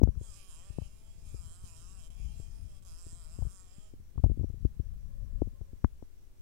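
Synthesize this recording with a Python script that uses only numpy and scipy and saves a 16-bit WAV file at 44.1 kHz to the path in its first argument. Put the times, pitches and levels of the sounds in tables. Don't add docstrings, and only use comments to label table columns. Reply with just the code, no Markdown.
import sys
import numpy as np
from scipy import signal
from scipy.fft import rfft, irfft
from scipy.io import wavfile
from scipy.ndimage import uniform_filter1d

SR = 44100
rng = np.random.default_rng(int(sys.argv[2]) if len(sys.argv) > 2 else 0)


def store_pcm(level_fs):
    pcm = np.round(np.clip(level_fs, -1, 1) * 32767).astype(np.int16)
    wavfile.write(sys.argv[1], SR, np.atleast_2d(pcm).T)


N = 282933
TIME = np.arange(N) / SR
FREQ = np.fft.rfftfreq(N, 1 / SR)

# (time [s], relative level [dB])
GRIP_LEVEL = [(0, -38.5), (.25, -52), (.46, -59.5), (.86, -50), (1.07, -56), (1.27, -49), (1.95, -52.5),
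              (2.3, -42.5), (3.05, -56), (3.42, -46), (3.55, -56), (3.8, -62), (4.2, -54), (4.32, -41.5),
              (5.15, -48.5), (5.4, -38.5), (5.74, -58), (6.42, -70)]
# (frequency [Hz], relative density [dB per Hz])
RUMBLE_SPECTRUM = [(12, -8), (25, 6), (50, 7.5), (100, -5), (200, -20.5), (400, -45), (700, -63),
                   (1500, -91)]
# (frequency [Hz], density [dB per Hz])
HISS_LEFT = [(20, -64.5), (200, -95.5), (400, -99), (700, -108), (1200, -112), (2000, -114), (4000, -117),
             (8000, -118), (16000, -117)]
HISS_RIGHT = [(20, -66.5), (50, -105), (100, -112.5), (200, -101), (400, -102.5), (700, -110),
              (1200, -112.5), (2000, -114.5), (4300, -116), (7500, -114), (11000, -118), (16000, -118)]
# (frequency [Hz], width [Hz], level [dB])
ROOM_HUM = [(46, 11, -78), (100.3, 6.4, -66.5), (300, 19, -84.5), (387, 17, -83)]
# (frequency [Hz], width [Hz], level before the swells [dB])
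WHINE_PARTIALS = [(554.5, 22, -75), (1073, 72, -83), (1685, 33, -87.5)]
# (start [s], end [s], lift [dB])
WHINE_SWELLS = [(-.2, .4, 2), (4.92, 5.72, 1.5)]
WHINE_FADE_S = 0.59
# (time [s], relative thud level [dB], knock level [dB], knock contact time [ms], knock ring [Hz])
FINGER_BUMPS = [(0.017, -32, -13.5, 0.4, 275), (0.0348, -6.5, -12.5, 0.41, 206),
                (0.0537, -19, -38, 0.73, 260), (0.0751, -24, -23.5, 0.35, 210),
                (0.0889, -18, -30, 0.41, 288), (0.161, -35, -51, 0.39, 300), (0.174, -25, -51, 0.34, 347),
                (0.2135, -28.5, -37.5, 0.5, 350), (0.705, -32, -46.5, 0.47, 315),
                (0.786, -30, -21, 0.33, 136), (0.821, -26, -42, 0.45, 1200),
                (1.3454, -31.5, -38, 0.59, 392), (1.64, -37, -51.5, 0.44, 230),
                (2.2008, -32.5, -52, 0.27, 199.9), (2.4, -28.5, -42, 0.4, 337),
                (3.067, -36.5, -43, 0.52, 330), (3.13, -38, -48, 0.69, 270),
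                (3.3889, -28.5, -34, 0.39, 222.5), (3.4233, -21, -36.5, 0.38, 810),
                (3.4522, -32.5, -42.5, 0.4, 280.4), (3.47, -25.5, -47.5, 0.263, 292),
                (3.7843, -42.5, -42.5, 0.79, 159.8), (3.938, -39.5, -39.5, 0.51, 278),
                (4.001, -39, -52, 0.7, 250), (4.158, -37, -49, 0.3, 250), (4.1802, -21, -31.5, 0.19, 228),
                (4.197, -27, -40, 0.47, 250), (4.2419, -8.5, -20, 0.68, 285),
                (4.2624, -15, -28.5, 0.402, 290), (4.2993, -19, -27, 0.48, 290),
                (4.3161, -24.5, -28.5, 0.48, 210), (4.375, -34, -31, 0.59, 242),
                (4.396, -19.5, -33.5, 0.44, 280), (4.4124, -22.5, -31, 0.69, 300),
                (4.434, -24.5, -37, 0.33, 229), (4.4436, -23.5, -24.5, 0.48, 262),
                (4.5018, -28, -40.5, 0.38, 263), (4.5437, -29, -43.5, 0.5, 340),
                (4.6521, -13, -20, 0.61, 290), (4.7992, -19.5, -31.5, 0.62, 308),
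                (5.4202, -20, -14, 0.38, 296), (5.474, -31, -34, 0.48, 196),
                (5.6136, -29.5, -40.5, 0.31, 343), (5.7332, -35, -39, 0.48, 250),
                (5.8457, -12.5, -15, 0.6, 242), (6.026, -38, -35, 0.3, 255)]
# (time [s], bright tick level [dB], hollow clack level [dB], clack ring [Hz], contact time [ms])
CASE_TICKS = [(.0348, -32, -32, 805, .2), (0.0758, -69, -42.5, 1300, 0.38), (.1055, -64, -56, 1110, .3),
              (.153, -57, -54, 1300, 0.22), (.7856, -66, -53, 734, .39), (4.1802, -67, -31, 1100, 0.44),
              (4.2415, -44, -20.5, 650, 0.47), (4.652, -70, -44, 1480, 0.48),
              (5.8458, -48, -19.5, 1030, 0.25)]
# (frequency [Hz], width [Hz], relative level [dB])
CASE_MODES = [(3400, 2600, -4), (5984, 770, 15), (12040, 820, 10)]
# (time [s], beats per second [Hz])
WINGBEAT = [(.2, 248), (.29, 214), (.34, 190), (.37, 205), (.41, 190), (.49, 184), (.54, 149), (.67, 197),
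            (.8, 202), (.87, 192), (.92, 214.8), (1.2, 225), (1.48, 158), (1.61, 187), (1.75, 161),
            (1.94, 196), (2.04, 158), (2.25, 196), (2.35, 223), (2.63, 226), (2.77, 190), (2.84, 194),
            (2.92, 159), (3.0, 177), (3.06, 165), (3.17, 172), (3.29, 155), (3.39, 189), (3.48, 144),
            (3.52, 192), (3.69, 178), (3.82, 212), (3.97, 206)]
# (frequency [Hz], width [Hz], relative level [dB])
CORNER_MODES = [(617, 140, -0.5), (1097, 330, -1.5), (1300, 380, -5.5), (1817, 43, -9), (2400, 155, -5.5),
                (2674, 210, -2.5), (3153, 350, -0.5), (3710, 1600, -13), (5037, 336, -0.5),
                (5640, 540, -5.5), (6730, 760, -4.5), (7390, 430, 3.5), (8090, 1120, 1.5), (9210, 710, -2),
                (10140, 300, -8.5), (11140, 900, -11), (12850, 1600, -17.5)]
# (centre [Hz], width [Hz])
POSE_REGIONS = [(1350, 550), (7900, 1000), (10700, 2140)]
# (start [s], end [s], hum [dB], buzz [dB], rasp [dB],
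# nasal [dB], shrill [dB], return stroke [dB])
FITS = [(0.219, 0.379, 5, 7.5, 11, 8, 3.5, 4.5), (0.375, 0.488, 1.5, 9, 6.5, 9, -3, 1),
        (0.489, 0.577, 4, 9, 12, 12, -1, 1), (.58, .72, 5.5, 7, 6, 5, 4, 0.5),
        (0.723, 0.877, 2, 7, 1.5, -0.5, 1, 3.5), (1.24, 1.351, 0.5, 5, 6, 5, 0, -0.5),
        (1.352, 1.64, 2.5, 2.5, 7, 11, 6, -2), (1.64, 1.81, 3, 4.5, 8.5, 7, 0, 2.5),
        (1.81, 1.98, 3.5, 2.5, 6, 12.5, 3, -1), (1.979, 2.079, 2, 7.5, 7, 9, 0, -2),
        (2.097, 2.18, -0.5, 3, -0.5, 1, -2, -1), (2.181, 2.367, 2.5, 7, 1.5, -1.5, -1, 1.5),
        (2.37, 2.46, 4, 4.5, 5.5, -3, 4, 3), (2.85, 2.997, 2.5, 2.5, 6.5, 11, 0, -4.5),
        (2.99, 3.191, 2.5, 2.5, 9.5, 9, 9.5, -5.5), (3.19, 3.5, 3.5, 1.5, 5.5, 8, 3, -4),
        (3.5, 3.634, 3, -1, 8.5, 11, 7, -7), (3.669, 3.9, 2, 1.5, 2.5, 0.5, 4.5, 0.5)]
FIT_ATTACK_S, FIT_RELEASE_S = .045, 0.06
# (time they come free [s], length of the catch [s])
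STALLS = [(2.103, 0.02), (2.823, .024), (2.847, 0.0068)]
STALL_DB, KICK_DB, KICK_S = -13, 3.5, 0.01
START_S, SPIN_UP_S, STOP_S, RUN_DOWN_S, REST_DB = 0.1, 0.096, 4.01, 0.13, -27
EASY_HZ = 220
# (gain at the easy rate [dB], rise as the beat is dragged down [dB per octave])
HUM_LAW, BUZZ_LAW, RASP_LAW = (-71.5, 2.4), (-71.5, 3.4), (-67, 4.2)
NASAL_LAW, SHRILL_LAW, FIZZ_LAW = (-12, 12.5), (-5, 1), (0.82, 2.1)
RETURN_STROKE = 0.41
# (start [s], frequency [Hz], width [Hz], level [dB])
LATE_DRONE = (5.95, 397, 42, -78)
CUTOFF_HZ = 15900


def amp(db):
    return 10 ** (np.asarray(db) / 20)


def unit(x):
    return x / np.sqrt(np.mean(x ** 2) + 1e-20)


def curve(rows, count=1):
    rows = np.asarray(rows)
    return np.interp(TIME, rows[:, 0], rows[:, count])


def noise(spectrum):
    hz, db = np.transpose(spectrum)
    gain = amp(np.interp(np.log(FREQ + 1), np.log(hz), db))
    return irfft(rfft(rng.standard_normal(N)) * gain, N) * np.sqrt(SR / 2)


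def band_noise(hz, width_hz):
    band = np.exp(-2 * ((FREQ - hz) / width_hz) ** 2)
    return unit(irfft(rfft(rng.standard_normal(N)) * band, N))


def causal(log_gain):
    return np.fft.ifft(np.exp(np.conj(signal.hilbert(log_gain)))).real


def ring(x, modes, size=4096):
    f = abs(np.fft.fftfreq(size, 1 / SR))
    power = sum(amp(db) ** 2 / (1 + ((f - hz) / (0.682 * width)) ** 2) ** 2 for hz, width, db in modes)
    response = causal(np.log(power + 1e-9) / 2)[:size // 2]
    return signal.oaconvolve(x, response)[:N]


def gate(t, start, end, attack_s, release_s):
    rise = np.clip((t - start) / attack_s + .5, 0, 1)
    return rise * np.clip((end - t) / release_s + .5, 0, 1)


def push(ms, ring_hz, sharpness, roundness, size=4096):
    f = np.fft.fftfreq(size, 1 / SR)
    pulse = causal(np.maximum(-abs(2 * np.pi * f * ms / 1000) ** roundness, -12))
    s = 1j * np.fft.rfftfreq(size, 1 / SR) / ring_hz
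    bass_cut = s * s / (s * s + s / sharpness + 1)
    wave = irfft(rfft(pulse) * bass_cut)
    return np.roll(wave, size // 8 - pulse.argmax()) / abs(wave).max()


def add(track, s, wave):
    index = round(s * SR) - len(wave) // 8 + np.arange(len(wave))
    inside = (index >= 0) & (index < N)
    track[index[inside]] += wave[inside]


def grip(level_db=7, lumpy_db=3):
    lumps = amp(lumpy_db * band_noise(0, 10.5))
    return amp(curve(GRIP_LEVEL) + level_db) * unit(noise(RUMBLE_SPECTRUM) * lumps)


def nudges(per_s=24, level_db=-3, spread_db=2):
    level = curve(GRIP_LEVEL) + level_db + spread_db * rng.standard_normal(N)
    slips = (rng.random(N) < per_s / SR) * amp(level)
    return signal.oaconvolve(slips, push(ms=1.0, ring_hz=169, sharpness=1.6, roundness=1.6), "same")


def room_hum():
    return sum(amp(db) * band_noise(hz, width) for hz, width, db in ROOM_HUM)


def chirping(chirps_per_s=5.1, chirp_s=5.63, chirp_db=-80):
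    throb = np.cos(np.pi * chirps_per_s * (TIME - chirp_s)) ** 2 * amp(0.5 * band_noise(0, 5))
    return amp(chirp_db) * throb * band_noise(5750, 420)


def whine():
    swell = sum(amp(db) * gate(TIME, start, end, WHINE_FADE_S, WHINE_FADE_S)
                for start, end, db in WHINE_SWELLS)
    return swell * sum(amp(db) * band_noise(hz, width) for hz, width, db in WHINE_PARTIALS)


def bumps(thud_db=1):
    out = np.zeros(N)
    for s, thud, knock, ms, hz in FINGER_BUMPS:
        add(out, s, amp(thud + thud_db) * push(ms=1.595, ring_hz=64.5, sharpness=1.0, roundness=1.71))
        add(out, s, amp(knock) * push(ms=ms, ring_hz=hz, sharpness=2.05, roundness=1.47))
    return out


def ticks():
    clicks, clacks = np.zeros((2, N))
    for s, tick, clack, hz, ms in CASE_TICKS:
        clicks[round(s * SR)] = amp(tick)
        add(clacks, s, amp(clack) * push(ms=ms, ring_hz=hz, sharpness=2.0, roundness=1.105))
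    peak = abs(ring(1. * (TIME == 0), CASE_MODES)).max()
    return clacks + ring(clicks, CASE_MODES) / peak


def struggle(count, t=TIME):
    return sum(fit[count] * gate(t, fit[0], fit[1], FIT_ATTACK_S, FIT_RELEASE_S) for fit in FITS)


def dragged(law, t=TIME):
    easy_db, db_per_octave = law
    return easy_db + db_per_octave * np.log2(EASY_HZ / np.interp(t, *np.transpose(WINGBEAT)))


def running(catch_s=.012, free_s=.002):
    awake = np.clip(np.minimum((TIME - START_S) / SPIN_UP_S, (STOP_S - TIME) / RUN_DOWN_S), 0, 1)
    caught = sum(gate(TIME, s - length, s, catch_s, free_s) for s, length in STALLS)
    kick = sum((TIME > s) * np.exp(-abs(TIME - s) / KICK_S) for s, length in STALLS)
    return (awake > 0) * amp(REST_DB * (1 - awake) + STALL_DB * caught + KICK_DB * kick)


def strokes(turns, phase, jitter_ms, spread_db):
    at = np.interp(np.arange(1, int(turns[-1])) + phase, turns, np.arange(N))
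    late, big = rng.standard_normal((len(at), 2)).T
    at = at + late * jitter_ms * SR / 1000
    index = at.astype(int)[:, None] + np.arange(-8, 9)
    offset = index - at[:, None]
    click = np.sinc(offset) * np.cos(np.pi * offset / 18) ** 2
    sized = click * amp(spread_db * big)[:, None]
    return np.bincount(np.clip(index, 0, N - 1).ravel(), sized.ravel(), N)


def posed(x, patchy_db, size, twist_db=0.8, twist_hz=16):
    hz, t, z = signal.stft(x, SR, nperseg=size)
    twist = twist_db * np.interp(t, TIME, band_noise(0, twist_hz))
    nasal = dragged(NASAL_LAW, t) + struggle(count=5, t=t)
    shrill = dragged(SHRILL_LAW, t) + struggle(count=6, t=t) + twist
    fizz = dragged(FIZZ_LAW, t) + twist
    db = sum(np.outer(np.exp(-((hz - centre) / width) ** 4), lift)
             for (centre, width), lift in zip(POSE_REGIONS, (nasal, shrill, fizz)))
    patches = rng.standard_normal(z.shape)
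    for _ in range(2):
        patches = uniform_filter1d(patches, size=4, axis=0)
        patches = uniform_filter1d(patches, size=6144 // size, axis=1)
    return signal.istft(z * amp(db + patchy_db * unit(patches)), SR, nperseg=size)[1][:N]


def wing_band(drive, lo_hz, hi_hz, patchy_db, size):
    band = signal.butter(3, [lo_hz, hi_hz], "band", fs=SR, output="sos")
    sound = signal.sosfilt(band, ring(posed(drive, patchy_db, size), CORNER_MODES))
    power = uniform_filter1d(uniform_filter1d(sound ** 2, size=1300), size=1300)
    return sound / np.sqrt(abs(power) + 1e-12)


def shelf(x, t60, wet_db, size=3000):
    t = TIME[:size]
    taps = rng.standard_normal(size) * amp(-60 * t / t60) * (t > .0007)
    return x + amp(wet_db) * signal.oaconvolve(x, taps / np.linalg.norm(taps))[:N]


def fly(flutter=.013, flutter_hz=60, even_hz=190, scrape=.56, scrape_s=0.00068, waver_db=1.0, waver_hz=20):
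    beat_hz = curve(WINGBEAT)
    unevenness = (even_hz / beat_hz) ** 3
    turns = np.cumsum(beat_hz * (1 + flutter * unevenness * band_noise(0, flutter_hz))) / SR
    main = strokes(turns, phase=0, jitter_ms=0.021, spread_db=0.25)
    back = strokes(turns, phase=.53, jitter_ms=0.058, spread_db=1.5)
    snaps = main + RETURN_STROKE * amp(struggle(count=7)) * back
    contact = signal.lfilter([1], [1, -np.exp(-2 / (scrape_s * SR))], snaps ** 2)
    rough = unit(snaps) + scrape * unit(np.sqrt(contact) * rng.standard_normal(N))
    waver = waver_db * band_noise(0, waver_hz)
    hum_db = dragged(HUM_LAW) + struggle(count=2)
    buzz_db = dragged(BUZZ_LAW) + struggle(count=3) + 0.85 * waver
    rasp_db = dragged(RASP_LAW) + struggle(count=4) + waver
    hum = amp(hum_db) * wing_band(snaps, 410, 2160, patchy_db=2.8, size=1024)
    buzz = amp(buzz_db) * wing_band(unit(snaps) + rough, 2120, 4070, patchy_db=3.5, size=512)
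    rasp = amp(rasp_db) * wing_band(rough, 4280, 17000, patchy_db=2.5, size=256)
    return running() * (hum + shelf(buzz + rasp, t60=.035, wet_db=-9))


def drone():
    start, hz, width, db = LATE_DRONE
    return amp(db) * np.clip((TIME - start) / .1, 0, 1) * band_noise(hz, width)


def scene():
    hand = grip() + nudges() + bumps() + ticks()
    far = room_hum() + chirping() + whine() + drone()
    wings = fly()
    left = hand + amp(-57) * wings + amp(-29) * far + noise(HISS_LEFT)
    right = wings + amp(-56) * hand + far + noise(HISS_RIGHT)
    return np.array([left, right])


def record(dry):
    lowpass = signal.firwin(511, CUTOFF_HZ, window=("kaiser", 9), fs=SR)
    return signal.oaconvolve(dry, lowpass[None], "same")


dry = scene()
out = record(dry)
store_pcm(out)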